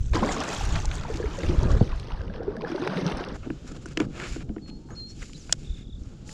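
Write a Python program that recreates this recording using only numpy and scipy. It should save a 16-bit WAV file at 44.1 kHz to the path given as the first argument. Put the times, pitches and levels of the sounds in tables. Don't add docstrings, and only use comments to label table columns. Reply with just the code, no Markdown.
import sys
import numpy as np
from scipy import signal
from scipy.fft import rfft, irfft, next_fast_len
from scipy.io import wavfile

SR = 44100
rng = np.random.default_rng(int(sys.argv[2]) if len(sys.argv) > 2 else 0)


def output_pcm(signal):
    pcm = np.clip(np.atleast_2d(signal).T, -1, 1) * 32767
    wavfile.write(sys.argv[1], SR, np.round(pcm).astype(np.int16))


N = 279133

# t/s, level at 0.6-2 kHz/dB, 2.5-6 kHz against that/dB, above 6.4 kHz against it/dB
SPLASH_CURVE = [(0.0, -63.5, 13, -8), (0.126, -64.5, 15, -6.5), (0.138, -31.5, -7, -12),
                (0.23, -33.5, -9.5, -11.5), (0.3, -31.5, -11, -7), (0.325, -31, -10, -4),
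                (0.37, -37, -2, -13), (0.41, -31, -11, -12), (0.5, -34, -4, -8.5), (0.6, -38.5, 6.5, -11),
                (0.68, -39, -0.5, -13.5), (0.735, -39, -3.5, -7.5), (0.76, -35, -3, -13),
                (0.8, -39.5, -1.5, -9.5), (0.88, -46, -5, -9), (0.95, -40.5, 0, -7), (1.06, -44, -11, -10),
                (1.17, -45.5, 4.5, -11.5), (1.21, -45.5, -5.5, -11), (1.32, -42, -4, -17),
                (1.38, -43.5, -1, -10.5), (1.45, -40.5, 0.5, -17.5), (1.63, -41, -5, -13.5),
                (1.78, -39.5, -12, -9.5), (1.87, -46.5, 4.5, -26), (1.93, -40.5, -19, -18),
                (1.98, -50, 1, -17), (2.08, -49, -3, -26), (2.13, -42.5, -11.5, -34),
                (2.22, -46.5, -16, -16), (2.28, -51.5, -7, -31), (2.37, -43, -19.5, -28),
                (2.42, -46, -27, -34), (2.499, -46, -15.5, -38), (2.58, -49.5, -24, -27),
                (2.62, -46.5, -13, -32), (2.66, -38.5, -23, -38), (2.69, -40.5, -8.5, -24),
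                (2.74, -40, -13, -30), (2.77, -42, -7, -27), (2.8, -42.5, -5, -27), (2.84, -34.5, -13, -31),
                (2.89, -38.5, -10, -30), (2.93, -32.5, -14.5, -28), (2.99, -36, -2.5, -31),
                (3.04, -38, -6, -36), (3.09, -34, -8.5, -25), (3.13, -35.5, -9, -37),
                (3.2, -34.5, -16, -26), (3.262, -38, -19, -32), (3.36, -45.5, -7, -28),
                (3.42, -65, -3, -11)]
USUAL_BRIGHT_DB, USUAL_TOP_DB = -5, -12.5


def from_db(db):
    return 10 ** (np.asarray(db) / 20)


def rms_one(x):
    return x / np.sqrt(np.mean(x ** 2) + 1e-20)


def in_time(rows):
    s, *columns = np.transpose(rows)
    return [np.interp(np.arange(N) / SR, s, column) for column in columns]


def at_hz(points, hz):
    table_hz, values = np.array(points)[:, 0], np.array(points)[:, 1]
    return np.interp(np.log(hz), np.log(table_hz), values)


def colour(x, points):
    size = next_fast_len(N)
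    hz = np.maximum(np.arange(size // 2 + 1) * SR / size, 1)
    steep = np.minimum(hz / points[0][0], 1) ** 4 * np.minimum(points[-1][0] / hz, 1) ** 4
    shaped = rfft(x, size) * from_db(at_hz(points, hz)) * steep
    return rms_one(irfft(shaped, size)[:N])


def cut(x, hz, kind, order=4):
    return signal.sosfilt(signal.butter(order, hz, kind, fs=SR, output="sos"), x)


def drift(rate):
    r = np.exp(-80 * np.pi * rate / SR)
    slow = signal.lfilter([1], [1, -2 * r, r * r], rng.standard_normal(N // 40 + 2002))[2000:]
    return np.interp(np.arange(N) / 40, np.arange(len(slow)), rms_one(slow))


def ring(clicks, hz, t60):
    r, w = from_db(-60 / (t60 * SR)), 2 * np.pi * hz / SR
    return signal.lfilter([0, np.sin(w)], [1, -2 * r * np.cos(w), r * r], clicks + 1e-18)


def grains(per_s, spread_db):
    sizes = from_db(spread_db * np.minimum(rng.exponential(1, N), 4.0)) * rng.choice([-1, 1], N)
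    return sizes * (rng.random(N) < per_s / SR)


def add(out, s, sound):
    i = max(round(s * SR), 0)
    out[i:i + len(sound)] += sound[:N - i]


def afloat():
    return np.clip((np.arange(N) / SR - 3.33) / 0.055, 0, 1)


def splash():
    # f/Hz, relative level per Hz/dB
    water_colour = [(290, -30), (500, -4), (907, -1.5), (1020, -3), (1300, -3.5), (1440, -4.5),
                    (2350, -12.5), (2550, -11.5), (2840, -12.5), (3560, -12.5), (4800, -15.5),
                    (6860, -17.5), (8600, -33), (11200, -41), (13500, -46), (18900, -86)]
    # f/Hz, share
    bright_share = [(1500, 0.06), (2800, 0.55), (5000, 0.48), (6000, 0.98), (6700, 0.73)]
    top_share = [(7000, 0.077), (9000, 0.93), (11000, 0.4), (14000, .25)]
    patchy_db = 1.4
    level_db, bright_db, top_db = in_time(SPLASH_CURVE)
    end = round(SPLASH_CURVE[-1][0] * SR)
    clumps = .5 * drift(22) + .7 * drift(90)
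    clicks = grains(14000 * from_db(1.1 * clumps), spread_db=5.1)[:end]
    dealt = rng.integers(0, 36, end)
    white, out, body_power = rng.standard_normal((2, end)), np.zeros(N), 0
    for k, hz in enumerate(np.geomspace(600, 14000, num=36)):
        fizz = rms_one(ring(clicks * (dealt == k), hz, 46.0 / hz))
        hiss = rms_one(cut(white[k % 2], [hz / 1.06, hz * 1.06], "band", order=1))
        mixed = cut(0.64 * fizz + 0.75 * hiss, [hz / 1.265, hz * 1.23], "band", order=2)
        band = from_db(at_hz(water_colour, hz)) * np.sqrt(hz / 1000) * mixed
        body_power += np.mean(band ** 2) * (hz < 2000)
        bright_tilt_db = at_hz(bright_share, hz) * (bright_db - USUAL_BRIGHT_DB)
        top_tilt_db = at_hz(top_share, hz) * (top_db - USUAL_TOP_DB)
        flicker_db = 1.47 * clumps + patchy_db * drift(9.3)
        out[:end] += from_db(bright_tilt_db + top_tilt_db + flicker_db)[:end] * band
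    return from_db(level_db) * out / np.sqrt(body_power)


def bubble(db, hz):
    birth_turns, ring_turns = 0.56, 27
    small_rings = 0.31
    pop_db, pop_pitch, pop_turns = -12, 2.17, 5.4
    bend = 2.17
    t60 = ring_turns * (hz / 400) ** small_rings / hz
    t = np.arange(round(.2 * SR)) / SR
    shape = (1 - np.exp(-t * hz / birth_turns)) * from_db(-60 * t / t60)
    ringing = shape / shape.max() * np.sin(2 * np.pi * hz * (0.954 * t + bend * t ** 2))
    pop = from_db(pop_db - 60 * t * hz / pop_turns) * np.sin(2 * np.pi * pop_pitch * hz * t)
    return from_db(db) * (pop + ringing)


def single_bubbles():
    # t/s, ring level/dB, f/Hz
    loud_bubbles = [(0.135, -30, 1050), (0.152, -19, 318), (0.167, -21.5, 1034), (0.223, -17, 220),
                    (0.178, -25, 1030), (0.226, -21.5, 810), (0.231, -17.5, 1084), (0.235, -24.5, 520),
                    (0.29, -25, 2140), (0.424, -31, 1460), (0.292, -24.5, 765), (0.365, -26, 1160),
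                    (0.391, -24.5, 275), (0.403, -28.5, 780), (0.445, -33, 1450), (0.482, -29, 1070),
                    (0.609, -25.5, 840), (0.846, -31.5, 875), (0.912, -34, 1580), (1.05, -30.5, 925),
                    (1.084, -33.5, 700), (1.1, -25.5, 451), (1.119, -45, 920), (1.15, -29, 318),
                    (1.199, -24, 479), (1.2, -26.5, 344), (1.28, -33.5, 302), (1.434, -27, 512),
                    (1.494, -20, 340), (1.228, -34, 1750), (1.24, -21, 428), (1.347, -33.5, 1010),
                    (1.384, -25, 547), (1.432, -27, 323), (1.496, -26, 145), (1.529, -25, 350),
                    (1.611, -31, 145), (1.611, -31, 615), (1.651, -31.5, 236), (1.633, -30, 936),
                    (1.65, -34, 505), (1.927, -34, 1080), (2.107, -36.5, 980), (2.145, -37, 875),
                    (2.292, -30, 197), (2.299, -39.5, 1660), (2.341, -40, 1740), (2.35, -34, 503),
                    (2.36, -44, 1600), (2.39, -46, 1600), (2.426, -43, 1640), (2.46, -53, 1550),
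                    (2.49, -50, 1600), (2.52, -45, 1590), (2.207, -38, 1640), (2.404, -27, 480),
                    (2.416, -34, 765), (2.479, -18, 404.4), (2.567, -34.5, 1730), (2.574, -29, 210),
                    (2.609, -32.5, 1080), (2.637, -26, 479), (2.639, -31, 827), (2.648, -28.5, 1730),
                    (2.673, -32, 1520), (2.9, -30, 1470), (2.971, -33, 1580), (2.699, -25.5, 355),
                    (2.719, -23, 328), (2.75, -20.5, 374), (2.717, -35, 1450), (2.721, -39, 2450),
                    (2.778, -31, 920), (2.781, -32.5, 1600), (2.821, -30, 1450), (2.832, -31, 1100),
                    (2.797, -24.5, 278), (2.821, -35, 990), (2.821, -21.5, 350), (2.868, -22.5, 410),
                    (2.874, -28, 865), (2.907, -29, 183), (2.964, -22, 174), (3.027, -25.5, 178),
                    (3.057, -18, 167.5), (3.058, -34, 910), (3.085, -29, 860), (3.318, -32, 217)]
    drops_per_s, drop_db, drop_spread_db = 12, 3, 8
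    out, splash_db = np.zeros(N), in_time(SPLASH_CURVE)[0]
    first_s, last_s = SPLASH_CURVE[0][0], SPLASH_CURVE[-1][0]
    luck = rng.random((40, 3))[:round(drops_per_s * (last_s - first_s))]
    drops = [(s, splash_db[round(s * SR)] + drop_db - drop_spread_db * size, 700 * 4.0 ** pitch)
             for s, size, pitch in luck * [last_s, 1, 1]]
    for s, db, hz in loud_bubbles + drops:
        add(out, s, bubble(db, hz))
    return out


def gurgle():
    # t/s, level/dB
    bubbling = [(0.0, -76), (0.12, -48), (0.14, -31.5), (0.27, -30.5), (0.32, -36), (0.48, -37),
                (0.85, -47.5), (1.11, -41), (1.28, -44), (1.36, -44.5), (1.44, -33), (1.56, -33),
                (1.63, -31.5), (1.69, -36.5), (1.73, -26.5), (1.79, -39), (1.83, -36.5), (1.88, -38.5),
                (1.94, -49), (2.16, -46.5), (2.64, -35), (2.81, -36), (2.98, -29.5), (3.42, -42)]
    # f/Hz, relative level/dB
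    gurgle_colour = [(53, -56), (90, -26), (102, -13), (131, -13), (172, -4), (214, -7.5), (408, 1),
                     (630, -2), (900, -45), (1170, -47), (1980, -120)]
    clicks = grains(1400 * from_db(2.5 * drift(8)), spread_db=4.0)
    dealt = rng.integers(0, 18, N)
    mixed = np.zeros(N)
    for k, hz in enumerate(np.geomspace(120, 800, num=18)):
        mixed += from_db(at_hz(gurgle_colour, hz)) * ring(clicks * (dealt == k), hz, 40.0 / hz)
    return from_db(in_time(bubbling)[0]) * rms_one(cut(mixed, [110, 900], "band", order=2))


def ticks():
    # t/s, peak level/dB, f/Hz
    tick_list = [(0.1334, -27.5, 2040), (0.153, -22, 2030), (0.156, -22, 5060), (0.26, -30, 7000),
                 (0.32, -24, 6000), (0.324, -27.5, 6800), (0.333, -28, 5500), (0.401, -39, 2200),
                 (0.403, -24.5, 6460), (0.422, -44, 6500), (0.436, -30, 6800), (0.48, -34, 7500),
                 (0.489, -28, 7000), (0.547, -26.5, 6100), (0.565, -27.5, 3950), (0.652, -32, 8000),
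                 (0.735, -38, 6500), (0.753, -26, 2600), (0.757, -23, 3870), (0.762, -23.5, 1800),
                 (0.8552, -22.5, 7040), (0.914, -25.5, 3180), (0.953, -30, 6900), (0.964, -38, 6000),
                 (1.01, -36, 4800), (1.035, -34, 4500), (1.1408, -32.5, 2950), (1.171, -30, 6400),
                 (1.388, -31, 6600), (1.631, -32, 7060), (1.2575, -33, 2040), (1.433, -28, 2340),
                 (1.4882, -28, 4350), (1.5085, -32, 2260), (1.716, -30, 5640), (1.8508, -49, 3340),
                 (1.8767, -34.5, 2540), (1.921, -51, 7000), (1.959, -43, 7000), (1.998, -37, 4450),
                 (1.997, -36, 7500), (2.566, -44.5, 7500), (2.0294, -40, 3070), (2.0509, -49, 2730),
                 (2.072, -41, 5000), (2.103, -34, 2080), (2.119, -34.5, 2900), (2.158, -50, 6000),
                 (2.216, -38, 4500), (2.2795, -38, 2900), (2.338, -39, 2940), (2.36, -37.5, 3300),
                 (2.432, -43, 5400), (2.6105, -38.5, 4330), (2.566, -45, 5000), (2.619, -32.5, 2980),
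                 (2.685, -37, 3370), (2.718, -37, 2530), (2.7, -44, 5500), (2.716, -36, 5440),
                 (2.76, -33, 3800), (2.838, -34, 3500), (2.8744, -19, 1660), (2.8745, -21.5, 4240),
                 (2.897, -38, 3600), (2.971, -27, 3040), (3.0648, -19.5, 5560), (2.988, -36, 4800),
                 (3.078, -25.5, 3500), (3.087, -30, 3940), (3.171, -37, 6000), (3.249, -34.5, 5200),
                 (3.286, -36, 4800), (3.117, -42, 9500), (3.132, -48, 9500), (3.12, -27.5, 2900),
                 (3.171, -33, 8900), (3.247, -43, 7000), (3.2392, -27, 2800), (3.293, -41, 3300),
                 (3.366, -49, 9000), (3.5023, -29, 1790), (3.677, -42, 6900), (3.718, -45, 5960),
                 (3.753, -55, 3600), (3.765, -43, 5000), (3.858, -37, 7350), (3.863, -39, 7300),
                 (3.884, -44, 2650), (3.886, -43, 7080), (3.918, -47, 7200), (3.933, -45, 7300),
                 (3.9727, -16.5, 2480), (3.973, -23, 6240), (4.002, -22, 2480), (4.001, -26, 6300),
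                 (4.199, -26, 2440), (4.406, -39, 2400), (4.491, -46, 2770), (4.5627, -45, 2180),
                 (4.582, -43.5, 2220), (4.66, -52, 2500), (4.684, -52, 1500), (4.699, -40, 3870),
                 (4.888, -45.5, 1310), (4.905, -41, 1800), (5.219, -38, 2300), (5.227, -29, 2300),
                 (5.296, -44, 1900), (5.221, -48, 4600), (5.229, -41, 8600), (5.332, -38.5, 3170),
                 (5.333, -38, 5800), (5.4942, -34.5, 2740), (6.035, -48, 6100), (6.292, -34.5, 2480)]
    t60_s, edge_db = 0.013, -23.5
    out, t = np.zeros(N), np.arange(round(.05 * SR)) / SR
    for s, db, hz in tick_list:
        sharp = rng.standard_normal(len(t)) * (1 - np.exp(-t / 0.00016)) * from_db(-60 * t / t60_s)
        body = rms_one(cut(sharp, np.clip([hz / 1.68, hz * 1.105], 100, 9000), "band", order=2))
        edge = from_db(edge_db) * rms_one(cut(sharp, 9500, "high", order=2))
        burst = body + edge + from_db(-20.0) * rms_one(sharp)
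        burst = cut(burst, 10200, "low", order=6) + from_db(-24.0) * burst
        add(out, s, from_db(db) * burst / np.abs(burst).max())
    return out


def through_port(x):
    low_hz, high_hz, edge_hz = 6300, 8200, 330
    size = next_fast_len(N)
    hz = np.arange(size // 2 + 1) * SR / size
    inside = (np.tanh((hz - low_hz) / edge_hz) - np.tanh((hz - high_hz) / edge_hz)) / 2
    band = irfft(rfft(x, size) * inside, size)[:N]
    top_db = in_time(SPLASH_CURVE)[2]
    return x + (from_db(top_db - USUAL_TOP_DB) - 1) * band


def lapping():
    # t/s, level/dB
    lap_curve = [(3.3, -45), (3.36, -35.5), (3.41, -59), (3.47, -34), (3.6, -49), (3.72, -42.5),
                 (3.95, -46), (4.05, -31.5), (4.14, -45.5), (4.23, -41), (4.36, -43), (4.47, -42),
                 (4.66, -43.5), (5.0, -48), (5.6, -47.5), (5.9, -49), (6.33, -47.5)]
    # f/Hz, relative level per Hz/dB
    lap_colour = [(53, -34), (90, -14.5), (135, 4.5), (194, -0.5), (270, -2.5), (365, -7.5), (623, -23.5),
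                  (818, -25), (1000, -38), (1300, -36), (2200, -120)]
    flutter_db = 0.36 * drift(15.0) + 2.04 * drift(28.6)
    noise = colour(rng.standard_normal(N), lap_colour)
    return afloat() * from_db(in_time(lap_curve)[0] + flutter_db) * noise


def knocks():
    # t/s, strength/dB, hardness (treble against strength)/dB, favoured f/Hz
    blows = [(1.809, -15, -15, 465), (3.468, -26, -35, 300), (3.501, -25.5, -30, 306),
             (3.642, -35, -36, 238), (3.858, -34.5, 20.5, 318), (3.9719, -22, 10, 340),
             (4.0009, -15.5, 12, 292), (4.011, -18.5, -7, 246), (4.018, -32, 18, 235), (4.361, -28, 5, 318),
             (4.411, -31, -18, 172), (4.494, -22, -10, 198), (4.504, -25.5, -19, 169),
             (4.564, -26, -0.5, 306), (4.579, -40, -27, 162), (4.688, -25.5, -19, 145),
             (4.908, -31, 5, 170), (5.229, -37, 8, 143), (5.495, -42, 11, 686), (6.291, -43, -10, 143)]
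    # f/Hz, relative level/dB, time to fall 60 dB/s
    hull_tones = [(145, -27, 0.02), (210, -5, 0.16), (249.7, -1, 0.097), (318, 3, 0.089), (410, -1, 0.061),
                  (483, -5, 0.098), (686, 6.5, 0.029), (980, -2.5, 0.038), (1470, 8, 0.019),
                  (2270, -34, 0.019), (2480, -21, 0.011), (2900, -2, 0.027), (3300, -14, 0.022)]
    s, strength_db, hard_db, spot_hz = np.transpose(blows)
    at, out = np.round(s * SR).astype(int), np.zeros(N)
    luck_db = rng.normal(0, 1.5, (len(at), len(hull_tones)))
    for k, (hz, db, t60) in enumerate(hull_tones):
        upper = at_hz([(700, 0.0032), (1300, 0.8)], hz)
        off_spot_db = -7 * np.abs(np.log2(hz / spot_hz))
        push_db = strength_db + db + luck_db[:, k] + upper * hard_db + (2.0 - upper) * off_spot_db
        clicks = np.zeros(N)
        clicks[at] = (-1) ** k * from_db(push_db)
        out += ring(cut(clicks, 1.55 * hz, "low", order=2), hz, t60)
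    return out


def strokes():
    # strongest at t/s, swell/s, fade/s, level at 0.8-1.9 kHz/dB, at 1.9-3.3 kHz/dB,
    # at 4.7-8.5 kHz/dB
    stroke_list = [(3.36, 0.08, 0.014, -37.5, -51, -50), (3.437, 0.014, 0.074, -48, -54, -75),
                   (3.686, 0.06, 0.041, -53, -56.5, -55), (3.72, 0.016, 0.012, -47, -56, -52.5),
                   (3.768, 0.05, 0.014, -49, -59, -56.5), (3.824, 0.025, 0.049, -60, -62, -59),
                   (3.925, 0.11, 0.018, -55, -55, -58), (4.01, 0.034, 0.065, -37.5, -49, -54.5),
                   (4.05, 0.026, 0.021, -51, -59, -58), (4.211, 0.14, 0.093, -41.5, -45.5, -51),
                   (4.26, 0.13, 0.041, -44, -43, -54), (4.33, 0.25, 0.12, -53.5, -49, -48),
                   (4.415, 0.042, 0.031, -53.5, -53, -58), (4.685, 0.021, 0.039, -58, -57.5, -58),
                   (4.911, 0.018, 0.068, -45.5, -65, -66), (4.96, 0.033, 0.13, -60, -67, -65),
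                   (5.106, 0.042, 0.027, -67, -63, -55), (5.23, 0.11, 0.1, -86, -57, -52.5),
                   (5.232, 0.044, 0.02, -51, -50, -61), (5.4, 0.69, 0.36, -82, -64, -56.5),
                   (5.497, .004, .014, -53, -52, -56), (5.518, .03, .012, -62, -52, -52),
                   (5.529, .004, .02, -47, -45, -49), (5.65, 0.13, 0.22, -83, -62, -58.5),
                   (5.79, 0.066, 0.078, -81, -58.5, -61), (6.0, 0.018, 0.064, -72, -78, -64.5),
                   (6.1, 0.18, 0.17, -64, -69.5, -67.5), (6.295, 0.059, 0.25, -56, -76, -48.5)]
    roundness = 2.95
    resting_db = [-75.5, -88, -70.5]
    t, power = np.arange(N) / SR, np.outer(from_db(resting_db) ** 2, np.ones(N))
    for s, swell_s, fade_s, *levels_db in stroke_list:
        i, j = round((s - swell_s) * SR), round((s + fade_s) * SR)
        place = np.interp(t[i:j], [s - swell_s, s, s + fade_s], [0, 1, 0])
        gain = np.outer(from_db(levels_db), np.sin(np.pi / 2 * place) ** roundness)
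        power[:, i:j] += gain ** 2
    return np.sqrt(power)


def rub():
    # f/Hz, relative level per Hz/dB
    rub_colour = [(350, 10), (600, 3.5), (1050, -3), (1170, 2), (1430, 1.5), (1560, -1), (1730, -4),
                  (1930, -14), (2090, -9.5), (2500, -8.5), (3530, -19), (4000, -21), (4650, -21),
                  (5300, -22), (6090, -25), (7120, -23.5), (8600, -35.5), (11200, -43), (18900, -120)]
    port_hz, port_width_hz, port_db = 7140, 480, -2.5
    slips = rng.standard_normal(N) + 0.4 * rms_one(grains(1300, spread_db=6.0))
    body = colour(slips, rub_colour) * from_db(1.33 * drift(40))
    port = cut(body, [port_hz - port_width_hz / 2, port_hz + port_width_hz / 2], "band", order=1)
    dull = cut(body, 1750, "low")
    middle = cut(body, [1900, 3900], "band", order=3)
    bright = cut(body + from_db(port_db) * port, 4500, "high")
    return afloat() * sum(gain * rms_one(part) for gain, part in zip(strokes(), (dull, middle, bright)))


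def snap():
    # t/s, strength/dB
    contacts = [(5.5245, -27), (5.5251, -27), (5.5257, -14), (5.5265, -13), (5.5273, -19), (5.5282, -28),
                (5.5302, -38), (5.533, -47)]
    # f/Hz, relative level/dB, time to fall 60 dB/s
    fitting_tones = [(564, -18, 0.011), (1450, -6, 0.021), (2040, -39.5, 0.023), (2600, -24, 0.0071),
                     (3500, 2.5, 0.008), (4400, 4.5, 0.0017), (5040, 6, 0.013), (6460, 12, 0.0021),
                     (7550, 10, 0.0045), (10400, -17, 0.0072)]
    s, strength_db = np.transpose(contacts)
    clicks, rings = np.zeros(N), np.zeros(N)
    clicks[np.round(s * SR).astype(int)] = from_db(strength_db) * (-1) ** np.arange(len(s))
    for k, (hz, db, t60) in enumerate(fitting_tones):
        rings += (-1) ** k * from_db(db) * ring(clicks, hz, t60)
    return cut(rings, 10000, "low", order=2) + from_db(-10) * cut(rings, [8300, 12500], "band", order=2)


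def whistles():
    # t/s, f/Hz, level (rms)/dB
    whistle_notes = [
        [(4.6, 4270, -95), (4.622, 4350, -61), (4.66, 4295, -55), (4.716, 4262, -53), (4.78, 4340, -64),
         (4.798, 4350, -81), (4.918, 4260, -68), (4.94, 4200, -89)],
        [(4.95, 4215, -59), (4.968, 4325, -48), (4.984, 4240, -40), (5.02, 4170, -43), (5.116, 4295, -49.5),
         (5.14, 4380, -65), (5.155, 4260, -68), (5.175, 4260, -80)],
    ]
    # t/s, f/Hz, level (rms)/dB
    high_notes = [
        [(4.903, 5550, -62), (4.908, 6450, -58), (4.918, 6680, -61), (4.942, 6800, -59), (4.948, 6850, -80)],
        [(5.235, 7050, -66), (5.27, 7030, -67), (5.31, 7050, -65), (5.345, 7000, -71), (5.375, 6750, -62),
         (5.4, 6350, -58), (5.415, 5800, -54), (5.426, 5200, -64), (5.436, 4700, -60), (5.445, 4400, -80)],
    ]
    # t/s, f/Hz, level (rms)/dB
    low_notes = [
        [(4.71, 880, -62), (4.75, 860.0, -71), (4.824, 919.5, -69), (4.882, 905, -67), (4.9, 823, -46)],
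        [(6.24, 830, -67.5), (6.25, 840, -72), (6.314, 853, -56), (6.33, 880, -64)],
    ]
    out = np.zeros(N)
    for rows in whistle_notes + high_notes + low_notes:
        s, hz, db = np.transpose(rows)
        t = np.arange(s[0], s[-1], 1 / SR)
        turns = np.cumsum(np.interp(t, s, hz)) / SR
        add(out, s[0], np.sqrt(2) * from_db(np.interp(t, s, db)) * np.sin(2 * np.pi * turns))
    return out


def trill():
    # t/s, level/dB, depth of the dip (0-1)
    trill_notes = [(5.638, -52, 0), (5.662, -48.5, 0), (5.687, -48, 0), (5.71, -49.5, 0), (5.735, -48.5, 0),
                   (5.76, -49.5, .1), (5.785, -52, .3), (5.811, -50.5, .3), (5.838, -52, .8),
                   (5.865, -52, .8), (5.892, -50.5, .6), (5.918, -49, 0), (5.943, -52.5, .1),
                   (5.968, -58.5, .3), (5.991, -65, .3)]
    start_hz, fall, note_s = 3990, .81, .025
    out, count = np.zeros(N), round(note_s * SR)
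    falling_hz, swell = np.geomspace(start_hz, fall * start_hz, count), np.hanning(count)
    for s, db, dip in trill_notes:
        turns = np.cumsum(falling_hz * rng.normal(1, .006)) / SR
        shape = swell ** .95 * (1 - dip * swell ** 8)
        add(out, s, from_db(db) * shape * np.sin(2 * np.pi * turns))
    return out


def chirps():
    # t/s, length/s, f/Hz, level/dB
    chirp_list = [(4.944, 0.029, 5150, -59), (4.948, .028, 5930, -60), (5.07, .065, 5500, -54),
                  (5.339, .035, 3970, -51.5), (5.35, 0.044, 4730, -57)]
    width_hz, out = 350, np.zeros(N)
    for s, length_s, hz, db in chirp_list:
        count = round(length_s * SR)
        breathy = cut(rng.standard_normal(SR // 10), [hz - width_hz / 2, hz + width_hz / 2], "band", order=2)
        add(out, s, from_db(db) * rms_one(breathy)[-count:] * np.hanning(count))
    return out


def birds():
    out = whistles() + trill() + chirps()
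    lag = round(0.0074 * SR)
    out[lag:] += from_db(-14) * out[:-lag]
    return out


def wind():
    # t/s, level/dB
    gust_curve = [(0.0, -25.5), (0.12, -30.5), (0.49, -42), (0.65, -27), (0.79, -23), (0.88, -30),
                  (1.23, -35), (1.39, -33), (1.67, -23.5), (1.8, -19.5), (1.92, -35.5), (2.27, -32),
                  (2.61, -44.5), (2.79, -52), (3.01, -50), (3.24, -42.5), (4.25, -43), (4.49, -40),
                  (4.85, -44), (5.75, -42.5), (5.87, -40), (6.33, -46)]
    # f/Hz, relative level per Hz/dB
    wind_colour = [(7.1, -50), (12, -1), (38, 0.5), (61, -1.5), (126, -7.5), (204, -18), (258, -23.5),
                   (400, -36), (520, -35.5), (880, -120)]
    # t/s, peak level/dB, f/Hz
    buffets = [(0.0, -19, 46.6), (0.056, -23, 42.7), (0.106, -12.5, 45.3), (0.14, -16, 100),
               (0.632, -25, 58.5), (0.699, -29, 45.6), (0.764, -19, 39.6), (0.864, -17.5, 39.4),
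               (1.254, -21, 45.4), (1.485, -15, 53.3), (1.575, -8.5, 49.3), (1.701, -13.5, 55),
               (1.73, -12, 54), (1.76, -15, 94), (1.811, -4.5, 140), (1.8171, -10.5, 92),
               (1.822, -23, 45.7), (1.88, -26, 50.4), (1.916, -19.5, 44.6), (1.95, -22.5, 44.5),
               (2.123, -24.5, 38.6), (3.131, -25, 50.5), (3.336, -27, 52), (4.308, -25.5, 42),
               (4.485, -22.5, 59), (5.212, -30, 50), (5.69, -19.5, 42.7), (5.716, -28, 40.3),
               (5.929, -28.5, 45), (6.007, -29, 57.5), (6.058, -29.5, 56)]
    lumps_db, lumps_hz = 2.5, 12
    level_db = in_time(gust_curve)[0] + lumps_db * drift(lumps_hz)
    out = from_db(level_db) * colour(rng.standard_normal(N), wind_colour)
    for s, db, hz in buffets:
        turns = np.arange(round(1.5 * SR / hz)) * hz / SR
        add(out, s, from_db(db) * np.sin(2 * np.pi * turns) * np.hanning(len(turns)))
    return out


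def pond_hiss():
    # f/Hz, relative level per Hz/dB
    hiss_colour = [(500, 3), (800, -14), (1350, -7.5), (1900, -15.5), (3000, -11.5), (5000, -16.5),
                   (7200, -17.5), (8400, -30.5), (11000, -38), (13000, -46), (15000, -56.5)]
    # t/s, level/dB
    hiss_curve = [(0, -76), (1.9, -83), (2.05, -72), (3.3, -69), (3.36, -56.5), (3.6, -56), (3.92, -59.5),
                  (3.95, -61), (4.0, -51), (4.06, -62), (4.09, -61), (4.16, -55), (4.4, -64.5),
                  (4.45, -66.5), (5.0, -66), (5.14, -72), (5.2, -69), (5.5, -63), (5.56, -66), (5.62, -65),
                  (5.9, -69.5), (6.33, -58)]
    return from_db(in_time(hiss_curve)[0]) * colour(rng.standard_normal(N), hiss_colour)


def scene():
    sliding = (1 - afloat()) * (splash() + single_bubbles() + gurgle())
    wet = through_port(sliding + lapping() + ticks())
    gear = knocks() + rub() + snap()
    return (wet + gear + birds() + wind() + pond_hiss())[None]


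def record(dry):
    rounded = dry / (1 + np.abs(dry / .85) ** 4) ** .25
    return signal.sosfilt(signal.cheby2(12, 70, 16200, fs=SR, output="sos"), rounded)


dry = scene()
out = record(dry)
output_pcm(out)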